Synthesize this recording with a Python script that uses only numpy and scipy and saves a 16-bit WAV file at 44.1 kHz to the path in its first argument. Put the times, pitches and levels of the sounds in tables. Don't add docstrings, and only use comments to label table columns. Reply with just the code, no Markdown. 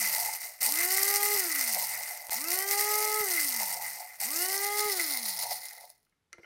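import sys
import numpy as np
from scipy import signal
from scipy.fft import rfft, irfft, next_fast_len
from scipy.io import wavfile
from scipy.ndimage import uniform_filter1d, map_coordinates

SR = 44100
rng = np.random.default_rng(int(sys.argv[2]) if len(sys.argv) > 2 else 0)


def transcribe(signal):
    frames = np.atleast_2d(signal).T
    limited = np.clip(frames, -1, 1)
    pcm = np.round(limited * 32767).astype(np.int16)
    wavfile.write(sys.argv[1], SR, pcm)


def elevation(decibels):
    levels = np.asarray(decibels, float)
    return 10 ** (levels / 20)


N = 284687


def unit(x):
    return x / np.sqrt(np.mean(x ** 2) + 1e-20)


def along(points, hz):
    f, v = np.transpose(points)
    return np.interp(np.log(hz + 1), np.log(f + 1), v)


def curves(rows):
    start_s, *columns = np.transpose(rows)
    return [np.interp(np.arange(N) / SR, start_s, column) for column in columns]


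def wobble(rate):
    knots = rng.standard_normal(int(N * rate / SR) + 4)
    return map_coordinates(knots, [np.arange(N) * rate / SR])


def swells(events):
    t = np.arange(N) / SR
    return sum(db * np.exp(-.5 * ((t - s) / length) ** 2) for s, length, db in events)


def bursts(events, rise, fall):
    t = np.arange(SR // 10) / SR
    marks = np.zeros(N)
    for s, db in events:
        marks[round(s * SR)] += elevation(db)
    return signal.fftconvolve(marks, (1 - np.exp(-t / rise)) * np.exp(-t / fall))[:N]


def filtered(x, response):
    m = next_fast_len(N + SR // 2)
    return irfft(rfft(x, m) * response(np.fft.rfftfreq(m, 1 / SR)), m)[..., :N]


def coloured(x, spectrum):
    return filtered(x, lambda hz: elevation(along(spectrum, hz)))


def ringing(x, modes):
    def response(f):
        total = 0
        for k, (centre, width, db) in enumerate(modes):
            damping = 1j * f * width
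            total = total + (-1) ** k * elevation(db) * damping / (centre * centre - f * f + damping)
        return total
    return filtered(x, response)


# pitch_hz, level_db [dB per Hz]
AIR_COLOUR = [(15, -38), (25, -3.5), (42, -11), (55, -13.5), (125, -10.5), (374, -22.5), (415, -14.5),
              (552, -26.5), (774, -23.5), (1970, -26), (12500, -38), (16200, -68.5), (22000, -120)]


def air():
    top_hz = 12900
    noise = rng.standard_normal(N)
    return elevation(-80) * unit(filtered(noise, lambda hz: elevation(along(AIR_COLOUR, hz)) * (hz < top_hz)))


# pitch_hz, fade_s [time to fall 60 dB]
ROOM_FADE = [(200, 0.26), (2000, 0.36), (12000, 0.095)]


def kitchen(x):
    hz, t, z = signal.stft(rng.standard_normal(SR // 2), SR, nperseg=256)
    fade_db = -60 * t / along(ROOM_FADE, hz)[:, None]
    tail = signal.istft(z * elevation(fade_db), SR, nperseg=256)[1]
    delayed = np.pad(x, (200, 0))
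    return signal.fftconvolve(delayed, tail / np.linalg.norm(tail))[:N]


# start_s, pitch_hz, level_db
FINGER_SLIDE = [
    (6.34, 8800, -95),
    (6.38, 10300, -82),
    (6.41, 11800, -89),
    (6.43, 12700, -83),
    (6.455, 13600, -83),
]


def squeak():
    hz, db = curves(FINGER_SLIDE)
    sliding = np.arange(N) / SR > FINGER_SLIDE[0][0]
    return elevation(db + 3 * wobble(150)) * sliding * np.sin(2 * np.pi * np.cumsum(hz) / SR)


# start_s, peak_db, thud_db, tick_db
LID_KNOCKS = [
    (6.065, -60, -32, -10),
    (6.123, -61, -34, -20),
    (6.323, -57, -19, -8),
    (6.329, -32, -40, 5),
    (6.344, -51, -17, -8),
    (6.381, -46, -11, -30),
    (6.393, -51.5, -10, -20),
    (6.431, -41.5, -20.5, -16),
    (6.443, -39, -25, -26),
]
# start_s, level_db
FINGER_RUSTLE = [
    (6.32, -100),
    (6.335, -72),
    (6.38, -72),
    (6.42, -71.5),
    (6.435, -65),
    (6.46, -69),
]
# pitch_hz, width_hz, level_db
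SHELL_MODES = [(1386, 100, -1), (2080, 110, 2), (3020, 210, -15)]
# pitch_hz, width_hz, level_db
BASE_MODES = [(331, 26, 5), (532, 150, 1.5)]
# pitch_hz, width_hz, level_db
LATCH_MODES = [(5700, 480, 4.5), (4200, 1200, -6), (7300, 1100, -16.5), (10300, 1300, -13),
               (14500, 1500, -23)]


def hand():
    noise = rng.standard_normal((4, N))
    shell = bursts([(s, db) for s, db, _, _ in LID_KNOCKS], rise=0.0005, fall=0.0039)
    base = bursts([(s, db + thud_db) for s, db, thud_db, _ in LID_KNOCKS], rise=0.00077, fall=0.0066)
    latch = bursts([(s, db + tick_db) for s, db, _, tick_db in LID_KNOCKS], rise=0.0003, fall=0.0015)
    rustle = elevation(curves(FINGER_RUSTLE)[0] + 2.8 * wobble(60)) * noise[3]
    shell_sound = elevation(11) * ringing(shell * noise[0] + rustle, SHELL_MODES)
    base_sound = elevation(25.5) * ringing(base * noise[1], BASE_MODES)
    latch_sound = elevation(2.5) * ringing(latch * noise[2] + rustle, LATCH_MODES)
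    return shell_sound + base_sound + latch_sound


# start_s, peak_db
THUMB = [
    (0.61, -50.5),
    (1.361, -47),
    (1.75, -64),
    (2.295, -48),
    (3.207, -37),
    (4.209, -55.5),
    (4.439, -72.5),
    (4.858, -46.5),
]
# start_s, peak_db
PALMS = [
    (0.439, -59),
    (2.209, -62),
    (6.13, -74),
    (6.389, -51),
]
# start_s, peak_db
CONTACTS = [
    (1.361, -30),
    (2.2958, -19),
    (3.2075, -20),
    (4.86, -26),
]


def switch():
    push = bursts(THUMB + PALMS, rise=0.0006, fall=0.0013)
    snap = bursts(CONTACTS, rise=0.00001, fall=0.00005)
    return elevation(10) * filtered(push, lambda f: (1j * f / (60 + 1j * f)) ** 2) - 2.1 * snap


# on_s, off_s, free_running_hz [shaft], friction_hz_per_s, rice_db
PRESSES = [
    (-1.1, -0.32, 420, 270, -25),
    (0.608, 1.345, 419, 225, -27),
    (2.308, 3.205, 430, 220, -29.5),
    (4.2, 4.877, 427, 228, -31),
]


def shaft():
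    quick_s, slow_s, quick_share = 0.047, 0.198, 0.52
    drag_s = 0.99
    t, state = np.arange(N) / SR, np.zeros((3, N))
    for on, off, top_hz, friction, db in PRESSES:
        held, free, drag = np.clip(t, on, off) - on, np.maximum(t - off, 0), friction * drag_s
        lag = quick_share * np.exp(-held / quick_s) + (1 - quick_share) * np.exp(-held / slow_s)
        speed = (top_hz * (1 - lag) + drag) * np.exp(-free / drag_s) - drag
        state = np.where(t >= on, [speed, friction + 0 * t, db + 0 * t], state)
    hz, friction, rice_db = state
    turning = np.maximum(hz, 0)
    gain = np.clip(np.gradient(turning) * SR, 0, None)
    rest = np.maximum(-hz, 0) / friction
    return turning, uniform_filter1d(gain, size=300), rest, rice_db


# shaft_hz, level_db
ONCE_A_TURN = [(75, -95), (105, -70), (130, -67), (165, -69), (200, -58), (300, -51), (380, -45),
               (430, -40.5)]
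# shaft_hz, level_db
TWICE_A_TURN = [(70, -90), (95, -69), (135, -82), (180, -74), (250, -64), (300, -62), (350, -47.5),
                (420, -39.8)]
# multiple, level_db, shell_resonance_hz, width_hz, coasting_change_db
HIGHER = [(3, -35.5, 1340, 70, -4), (4, -50, 1440, 280, -3), (5, -42.5, 2060, 180, -2)]
# multiple, level_db, shell_resonance_hz, width_hz, coasting_change_db
WEAKER = [(6, -60, 2520, 200, -12), (7, -61, 2980, 150, -12), (8, -53, 2700, 380, -14)]


def motor():
    t = np.arange(N) / SR
    held = sum(np.clip(np.minimum(t - on, off - t) / 0.02, 0, 1) for on, off, *_ in PRESSES)
    coasting = 1 - uniform_filter1d(held, size=2000)
    hz = uniform_filter1d(shaft()[0], size=900)
    turn = 2 * np.pi * np.cumsum(hz * (1 + 0.0022 * wobble(30))) / SR
    lurch_db = swells([(off, 0.045, 4) for _, off, *_ in PRESSES])
    levels = [(1, along(ONCE_A_TURN, hz) + lurch_db), (2, along(TWICE_A_TURN, hz) - 3 * coasting)]
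    slow_loss_db = 22 * np.clip(1 - hz / 200, 0, 1)
    for k, db, centre, width, coast_db in HIGHER + WEAKER:
        off_peak_db = 16 * np.log10(1 + ((k * hz - centre) / width) ** 2)
        levels.append((k, db - off_peak_db + coast_db * coasting - slow_loss_db))
    tones = 0
    for k, db in levels:
        unsteady_db = (0.07 + 0.43 * k) * wobble(50)
        tones = tones + elevation(db + unsteady_db) * np.sin(k * turn + k * k)
    spinning = np.clip((hz - 55) / 30, 0, 1)
    hum = elevation(-77 + 1.5 * wobble(8)) * held * np.sin(2 * np.pi * 120 * t)
    return np.sqrt(2) * spinning * tones + hum


def grains(density, spread_db, life):
    chance, size, noise = rng.random(N), rng.exponential(1, N), rng.standard_normal(N)
    power = (chance < density / SR) * elevation(2 * spread_db * size)
    envelope = np.sqrt(signal.lfilter([1], [1, -np.exp(-1 / (life * SR))], power))
    return unit(envelope * noise)


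def patchy(x, depth_db):
    z = signal.stft(x, nperseg=256)[2]
    field = uniform_filter1d(rng.standard_normal(z.shape), size=12, axis=0)
    field = uniform_filter1d(field, size=5, axis=1)
    return unit(signal.istft(z * elevation(depth_db * unit(field)), nperseg=256)[1][:N])


def scattered(count):
    when, size = rng.random((count, 2)).T
    return np.transpose([when * (N - 1) / SR, 5.5 - 1.3 * np.log(1 - size)])


# pitch_hz, width_hz, level_db
CUP_MODES = [(526, 60, -6), (619, 62, -3), (726, 68, -0.5), (818, 55, 0), (885, 40, 0), (936, 25, -3.5)]


def drum(drive, shaft_hz):
    favoured_hz = 700 + 1.15 * shaft_hz
    total = 0
    for mode in CUP_MODES:
        favour_db = 6 * np.exp(-.5 * ((mode[0] - favoured_hz) / 90) ** 2)
        level = elevation(3 * wobble(6) + favour_db)
        hits = grains(density=450, spread_db=1.64, life=0.0023)
        total = total + ringing(drive * level * hits, [mode])
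    return total


# stirring_hz, level_db
STIRRING = [(0, -34), (15, -27), (40, -20), (80, -11), (170, -4.5), (300, -1.5), (420, 0)]
# shaft_hz, level_db
TUMBLING = [(0, -84), (15, -71), (50, -59.5), (110, -53.5), (200, -55.5), (300, -58), (420, -58)]
# after_switch_on_s, length_s, change_db
SWEEP_UP = [
    (0.03, 0.025, 1.5),
    (0.115, 0.035, -2.5),
]
# start_s, length_s, change_db
HEAP_SURGES = [(0.204, 0.01, 5.2), (0.385, 0.01, -5.7), (0.458, 0.022, 5.7), (0.658, 0.015, 5.5),
               (0.88, 0.01, -5.7), (1.195, 0.01, -7.1), (1.474, 0.06, -3.7), (1.991, 0.035, -3.4),
               (2.449, 0.035, -4.8), (2.524, 0.015, 6.0), (2.569, 0.01, -6.0), (2.655, 0.01, -14.1),
               (2.726, 0.01, 7.1), (2.764, 0.01, -6.2), (2.805, 0.015, 5.0), (3.161, 0.06, -2.5),
               (3.347, 0.015, 4.2), (3.417, 0.015, 5.2), (3.608, 0.01, 5.3), (3.796, 0.015, -8.5),
               (4.063, 0.015, -4.8), (4.404, 0.06, 4.3), (4.705, 0.022, -6.3), (4.796, 0.01, 7.2),
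               (5.215, 0.022, -5.4), (5.29, 0.015, 5.8), (5.426, 0.015, 8.0), (5.522, 0.01, 6.6),
               (5.603, 0.01, -7.3), (5.83, 0.01, 6.3)]
# start_s, length_s, change_db
CUP_ROLLS = [(0.388, 0.026, -10.5), (0.571, 0.012, -5.2), (0.603, 0.012, 8.6), (0.633, 0.012, -5.6),
             (0.683, 0.012, 9.0), (1.769, 0.012, 11.4), (1.823, 0.012, 7.1), (1.878, 0.018, -5.8),
             (2.054, 0.026, -3.5), (2.188, 0.012, -6.1), (2.29, 0.04, 6.3), (3.608, 0.018, 11.3),
             (3.905, 0.026, -7.4), (4.018, 0.026, 7.1), (4.048, 0.12, -9.3), (4.159, 0.012, -7.1),
             (5.218, 0.012, -5.7), (5.356, 0.018, -7.7), (5.449, 0.012, 5.8), (5.515, 0.012, 12.5),
             (5.678, 0.07, -9.6), (5.698, 0.012, -5.2), (5.728, 0.012, 6.2), (5.837, 0.012, 7.0)]
# start_s, length_s, change_db
LID_RAPS = [(0.05, 0.018, 5.8), (0.204, 0.018, -6.0), (0.696, 0.026, -7.2), (0.819, 0.026, 5.7),
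            (1.562, 0.07, 3.9), (1.814, 0.07, -2.5), (1.95, 0.012, 5.5), (2.084, 0.12, 3.1),
            (3.381, 0.012, 8.2), (3.472, 0.012, -6.3), (3.664, 0.012, -5.4), (3.868, 0.026, 4.5),
            (3.984, 0.012, -5.4), (4.107, 0.07, 4.6), (4.408, 0.07, -4.1), (4.961, 0.012, -8.0),
            (4.998, 0.012, 8.6), (5.381, 0.12, -3.5), (5.859, 0.012, -9.1), (5.912, 0.012, -5.3)]
# start_s, peak_db
HANDFULS = [(0.1491, -12), (0.2598, -16), (0.7124, -16), (0.7223, -11), (0.7397, -15), (0.7577, -15),
            (0.9213, -13), (0.9747, -12), (1.0331, -11), (1.0799, -12), (1.1404, -12), (1.1608, -12),
            (1.2296, -12), (1.3389, -14), (1.3763, -13), (1.7474, -13), (1.7978, -17), (2.2687, -27),
            (2.4418, -16), (2.4848, -16), (2.589, -14), (2.8105, -13), (3.0505, -14), (3.1951, -14),
            (3.2869, -15), (3.49, -14), (3.5633, -16), (4.3056, -17), (4.4857, -14), (4.8983, -16)]
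# start_s, peak_db
LAST_GRAINS = [(5.6166, -43), (5.639, -41.5), (5.6545, -23), (5.6676, -30), (5.6897, -36.5), (5.6986, -43),
               (5.7327, -31), (5.765, -41), (5.8093, -52), (5.809, -42), (5.8515, -36), (5.895, -46),
               (5.9003, -35), (5.9117, -50), (5.9598, -68), (5.9794, -57), (6.0294, -60), (6.0495, -59),
               (6.0955, -62)]
# pitch_hz, level_db [dB per Hz]
FIRM_COLOUR = [(1470, -37), (2500, -11), (2920, -10.5), (3250, -19), (3560, -15), (4160, -6.5), (4740, -2),
               (5930, -2), (7310, -5.5), (9070, 2), (10500, -5.5), (12300, 3.5), (14200, -7.5),
               (15200, 0.5), (15800, -7.5)]
# pitch_hz, level_db [dB per Hz]
EASED_COLOUR = [(1470, -40), (2500, -15), (3220, -15.5), (4190, -0.5), (4740, -1), (5370, 0.5), (5800, -5),
                (6710, -5), (7770, -10.5), (9350, 0), (10800, -0.5), (12500, -12.5), (13800, 2.5),
                (14600, -2), (15800, -9.5)]
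# start_s, eased_share [0 to 1]
GRIP = [
    (4.4, 0.067),
    (5.05, 0.95),
]
# pitch_hz, width_hz, level_db
LID_MODES = [(2045, 105, 2.5), (1835, 256, -7.5), (1400, 500, -14.5), (2580, 220, -19)]


def rice():
    hz, gain, rest, load_db = shaft()
    ease, = curves(GRIP)
    settle_db = 150 * rest
    stir_db = along(STIRRING, hz + 0.036 * gain) - settle_db
    sweeps = [(on + after, length, db) for on, *_ in PRESSES for after, length, db in SWEEP_UP]
    surge_db = swells(HEAP_SURGES) + swells(sweeps)
    flow = elevation(load_db + stir_db + surge_db)

    swirl = unit(elevation(0.6 * wobble(30) + 0.79 * wobble(100) + 1.3 * wobble(300)))
    swirl = swirl + bursts(scattered(count=110), rise=0.0005, fall=0.0016)
    throw = elevation(-0.5) * flow * swirl + elevation(-8) * bursts(LAST_GRAINS, rise=0.00044, fall=0.002)
    hits = patchy(grains(density=2200, spread_db=1.5, life=0.00055), depth_db=1.6)
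    patter = (1 - ease) * unit(coloured(hits, FIRM_COLOUR)) + ease * unit(coloured(hits, EASED_COLOUR))

    cracks = elevation(-1.5) * bursts(HANDFULS, rise=0.00015, fall=0.0008)
    crack_noise = unit(coloured(rng.standard_normal(N), FIRM_COLOUR))

    surge = np.abs((throw + cracks) / (flow + 1e-5)) ** 0.62
    lid_db = load_db - 10.8 + 0.82 * stir_db + 0.9 * surge_db + swells(LID_RAPS) - 0.6 * settle_db
    lid = ringing(elevation(lid_db) * surge * grains(density=1300, spread_db=1.5, life=0.0014), LID_MODES)

    jolt_db = 5 * gain / gain.max()
    cup_db = along(TUMBLING, hz) + jolt_db - settle_db + swells(CUP_ROLLS) + 1.5 * wobble(12)
    cup = ringing(drum(elevation(cup_db) * surge, hz), [(700, 760, -1.8)])
    cup = ringing(cup, [(780, 600, 0.8)])

    body = flow * ringing(hits, [(312, 300, 8), (520, 180, 23)])
    steel = throw * patter + cracks * crack_noise
    return steel + elevation(19) * lid + elevation(-37.5) * body + elevation(24) * cup


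def scene():
    near = motor() + rice() + switch() + hand() + squeak()
    return (near + elevation(-15) * kitchen(near) + air())[None]


def band_limit(x):
    return signal.sosfilt(signal.butter(12, 17120, fs=SR, output="sos"), x)


def record(dry):
    top_hz, low_hz = 16050, 30
    mix = filtered(dry, lambda hz: np.clip((top_hz - hz) / 250, 0, 1) ** 2 * hz / np.hypot(hz, low_hz))
    return band_limit(mix)


dry = scene()
out = record(dry)
transcribe(out)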